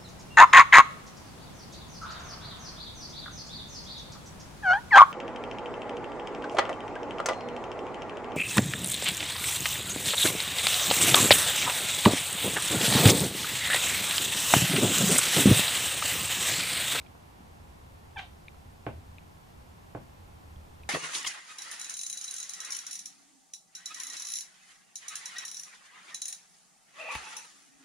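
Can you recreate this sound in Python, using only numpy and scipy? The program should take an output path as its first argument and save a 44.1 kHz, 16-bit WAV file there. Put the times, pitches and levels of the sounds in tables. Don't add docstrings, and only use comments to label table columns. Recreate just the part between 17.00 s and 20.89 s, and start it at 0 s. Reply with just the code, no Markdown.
import sys
import numpy as np
from scipy import signal
from scipy.io import wavfile

SR = 44100
rng = np.random.default_rng(int(sys.argv[2]) if len(sys.argv) > 2 else 0)


def unload_wav(signal):
    wavfile.write(
        sys.argv[1],
        SR,
        np.round(np.clip(np.atleast_2d(signal).T, -1, 1) * 32767).astype(np.int16),
    )


def volts(x):
    e = np.asarray(x, float) / 20
    return 10 ** e


N = 171549


def in_time(rows):
    s, *columns = np.transpose(rows)
    return [np.interp(np.arange(N) / SR, s, c) for c in columns]


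def at_hz(points, hz):
    table_hz, value = np.transpose(points)
    return np.interp(np.log(hz), np.log(table_hz), value)


def rms_one(x):
    return x / np.sqrt(np.mean(x ** 2) + 1e-20)


def dull(x, hz, order=2):
    return signal.sosfilt(signal.butter(order, hz, fs=SR, output="sos"), x)


def ring(x, hz, t60):
    r = volts(-60 / (t60 * SR))
    w = 2 * np.pi * hz / SR
    return signal.lfilter([0, np.sin(w)], [1, -2 * r * np.cos(w), r * r], x + 1e-18)


def bands(count, low_hz=22):
    warm_up = 4000
    white = rng.standard_normal((2, 2, count + warm_up))
    edges = low_hz * 2 ** (np.arange(29) / 3)
    for k, (low, high) in enumerate(zip(edges, edges[1:])):
        band_pass = signal.butter(2, [low, high], "band", fs=SR, output="sos")
        yield np.sqrt(low * high), signal.sosfilt(band_pass, white[k % 2])[:, warm_up:]


def traffic():
    # frequency in Hz, level in dB per Hz.
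    spectrum = [(26, -36), (40, -16.5), (52, -19.5), (150, -13.5), (200, -17), (400, -21.5), (1400, -28.5),
                (3000, -36.5)]
    # time in seconds, level in dB.
    swell = [(0, 2.5), (.5, 2), (1.5, 1), (2.5, 1.6), (3.2, 1.65), (3.89, 1.5)]
    # frequency in Hz, likeness from -1 to 1.
    likeness = [(60, 0.73), (130, 0.89), (290, -0.25), (640, -0.28), (1410, -0.58), (3100, -0.08),
                (6800, -0.013)]
    # time in seconds, level in dB.
    pane_boom = [(0, -53.5), (.15, -62), (.35, -54.5), (.9, -52.5), (1.2, -54), (1.7, -51.5), (1.95, -53),
                 (2.1, -49), (2.3, -56.5), (2.45, -53.5), (3.0, -56.5), (3.7, -51.5), (3.89, -52.5)]
    tyre_hz, tyre_db, tyre_octaves = 874, 6, 0.37
    boom_hz, boom_width_hz = 80, 14
    road_db, left_db = -55.5, -0.3

    road = 0
    for hz, (mid, side) in bands(count=N):
        alike = np.clip(at_hz(likeness, hz), -1, 1)
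        treble_loss_db = 9.7 * max(np.log2(hz / 3000), 0)
        tyre_hump_db = tyre_db * np.exp(-(np.log2(hz / tyre_hz) / tyre_octaves) ** 2)
        level = volts(at_hz(spectrum, hz) - treble_loss_db + tyre_hump_db)
        road = road + level * (np.sqrt(1 + alike) * mid + np.sqrt(1 - alike) * side * [[1], [-1]])
    swell_db, = in_time(swell)
    road = volts(road_db + swell_db) * rms_one(road)

    boom_t60 = np.log(1000) / np.pi / boom_width_hz
    mid, side = ring(rng.standard_normal((2, N + SR)), boom_hz, boom_t60)[:, SR:]
    boom = volts(in_time(pane_boom)[0]) * rms_one(mid + 0.073 * side * [[1], [-1]])
    return (road + boom) * volts([[left_db], [-left_db]])


def room(x):
    # frequency in Hz, reverberation time t60 in seconds.
    decay = [(100, 0.44), (500, 0.22), (1500, 0.19), (4000, 0.31), (9000, 0.1)]
    wide_above_hz = 420
    t = np.arange(SR // 2) / SR
    tail = 0
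    for hz, pair in bands(count=len(t)):
        side_share = hz / (hz + wide_above_hz)
        tail = tail + pair * [[1], [side_share]] * volts(-60 * t / at_hz(decay, hz))
    tail = tail[0] + 1.13 * tail[1] * [[1], [-1]]
    tail = tail * np.clip(t / 0.0012, 0, 1)
    tail = tail / np.sqrt(np.sum(tail ** 2) / 2)
    return signal.fftconvolve(x[None], tail, axes=1)[:, :N]


def knocks():
    # start in seconds, peak level in dB, contact cut-off in Hz.
    blows = [
        (1.866, -26.5, 3650),
        (2.9493, -30.5, 1670),
    ]
    # frequency in Hz, level in dB, t60 in seconds.
    panel = [(128, -0.5, 0.085), (227.6, -13.5, .18), (303, -5, 0.05), (349, -13, 0.16), (446, -17, 0.21),
             (580, -13, 0.13), (670, -20, 0.028), (843, -9, 0.054), (1100, -6.5, 0.017),
             (1537, -5.5, 0.022)]
    # delay in seconds, level in dB.
    echoes = [(.0031, -4), (.0063, -3.5), (.0075, -3.5), (0.0138, -16), (.0238, -4.5)]
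    crack_hz, crack_t60_s, crack_db, crack_lead_s = 2250, 0.0026, 3, 0.00045
    thump_hz, thump_t60_s, thump_db, thump_low_cut_hz = 505, 0.0068, 7, 250
    floor_cut_hz = 130

    out = np.zeros(N)
    for s, db, cut_hz in blows:
        blow = np.zeros(SR)
        blow[0] = volts(db)
        blow = dull(blow + 1e-18, cut_hz)
        late = np.roll(blow, int(crack_lead_s * SR))
        thump = volts(thump_db) * ring(late, thump_hz, thump_t60_s)
        body = thump - volts(crack_db) * ring(blow, crack_hz, crack_t60_s)
        for k, (hz, level_db, t60) in enumerate(panel):
            body += (-1) ** k * volts(level_db) * ring(late, hz, t60)
        reflected = thump - dull(thump, thump_low_cut_hz, order=1)
        for delay_s, echo_db in echoes:
            lag = int(delay_s * SR)
            body[lag:] += volts(echo_db) * reflected[:-lag]
        i = int(s * SR)
        out[i:i + SR] += body[:N - i]
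    return out - dull(out, floor_cut_hz, order=1)


def taps():
    # start in seconds, peak level in dB, frequency in Hz, t60 in seconds.
    clicks = [
        (.152, -44.5, 920, 0.0091),
        (.405, -41, 225, 0.045),
        (1.1936, -27, 2040, 0.0045),
        (1.544, -52.5, 1330, 0.027),
        (3.566, -37, 80, 0.19),
    ]
    out = np.zeros(N)
    for s, db, hz, t60 in clicks:
        click = np.zeros(SR // 4)
        click[0] = volts(db)
        i = int(s * SR)
        out[i:i + len(click)] += ring(click, hz, t60)
    return out


def smacks():
    # start in seconds, peak level in dB, cavity frequency in Hz, left over right in dB.
    lip_clicks = [
        (0.0148, -46, 2360, -3),
        (0.049, -56, 2650, -6),
        (0.063, -50, 2390, -16),
        (0.0683, -53, 3270, -18),
        (1.4825, -33, 2370, 4),
        (2.1833, -39.5, 2470, 7),
        (3.5598, -51, 3330, -9),
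        (3.8343, -42.5, 2500, 1.0),
    ]
    t60_s, rise_s, level_db = 0.0085, 0.0008, 6
    upper_hz, upper_db, upper_t60_s = 3750, -8, 0.028
    out = np.zeros((2, N))
    t = np.arange(SR // 30) / SR
    shape = (1 - np.exp(-(t / rise_s) ** 2)) * volts(-60 * t / t60_s)
    upper = volts(upper_db) * np.sin(2 * np.pi * upper_hz * t) * volts(-60 * t / upper_t60_s)
    for s, db, hz, pan_db in lip_clicks:
        tone = -np.sin(2 * np.pi * hz * t) - upper
        i = int(s * SR)
        out[:, i:i + len(t)] += volts(db + level_db) * shape * tone * volts([[pan_db / 2], [-pan_db / 2]])
    return out


def chirrup():
    # time in seconds, pitch in Hz, level in dB, mouth opening 0-1, roughness 0-1.
    call = [
        (1.1598, 887, -47.5, 0., 0.),
        (1.168, 880, -36, 0.14, 0),
        (1.173, 777, -34.5, 1, 0.13),
        (1.183, 772, -36.5, 1., 0.4),
        (1.187, 791, -42.5, 1., 0.65),
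        (1.199, 784.5, -32, 0.72, 0.26),
        (1.205, 761, -58, 0.8, 1.1),
        (1.236, 740, -56.5, 0.08, 0.7),
        (1.256, 700, -72, 0., 0.45),
    ]
    # frequency in Hz, level in dB before this weighting.
    shut = [(600, 6.5), (900, 0.5), (1700, -2), (2600, -4.5), (3500, -5), (4400, -22), (8000, -25)]
    wide_open = [(800, -14), (1550, 0.), (2330, 3), (3100, 0.), (3900, -5), (4650, -17), (5450, -8),
                 (6200, -22)]
    # frequency in Hz, level in dB.
    air_colour = [(600, 4), (1400, -1.5), (2200, -3), (3400, 2), (4400, -13.5), (6800, -19), (10000, -32)]
    flutter_hz, flutter_depth, puff_db = 407, 0.67, 3.5

    on = slice(int(call[0][0] * SR), int(call[-1][0] * SR))
    hz, db, opening, rough = [column[on] for column in in_time(call)]
    opening, rough = np.clip(opening, 0, 1), np.clip(rough, 0, 1)
    phase = 2 * np.pi * np.cumsum(hz) / SR
    noise = rng.standard_normal((26, 4000 + SR // 5))
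    wobble = dull(noise, flutter_hz)[:, 4000:4000 + len(hz)]
    wobble = wobble / wobble.std()

    voice, air = 0, 0
    for k in range(1, 13):
        colour = volts((3 - opening) * at_hz(shut, k * hz) + opening * at_hz(wide_open, k * hz))
        flutter = 1 - 0.48 * rough + flutter_depth * rough * 0.5 * wobble[k]
        voice = voice + colour * np.sin(k * phase) * flutter
        between = k + 0.5
        air = air + volts(at_hz(air_colour, between * hz)) * np.sin(between * phase) * wobble[13 + k]
    out = np.zeros(N)
    out[on] = volts(db) * (voice + volts(puff_db) * rough ** 2 * air)
    return out


def scene():
    cat, lips, wood = chirrup() + taps(), smacks(), knocks()
    cat_wet_db, smack_wet_db, knock_wet_db = -6.5, -22, -4
    wet = room(volts(cat_wet_db) * cat + volts(smack_wet_db) * lips.mean(axis=0) + volts(knock_wet_db) * wood)
    knock_pan_db, left_cut_hz = -1, 1300
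    left = volts(knock_pan_db / 2) * dull(wood, left_cut_hz, order=1)
    right = volts(-knock_pan_db / 2) * wood
    return cat * volts([[-0.3], [0.3]]) + lips + np.array([left, right]) + wet + traffic()


def band_limit(x):
    return signal.sosfilt(signal.butter(12, 15800, fs=SR, output="sos"), x)


def record(dry):
    mid, side = rng.standard_normal((2, N))
    mid_hiss = volts(-64.5) * dull(mid, 10700, order=1)
    side_hiss = volts(-69) * dull(side, 5300, order=2) * [[1], [-1]]
    top_cut = signal.cheby2(14, 60, 16150, fs=SR, output="sos")
    return band_limit(signal.sosfilt(top_cut, dry + mid_hiss + side_hiss))


dry = scene()
out = record(dry)
unload_wav(out)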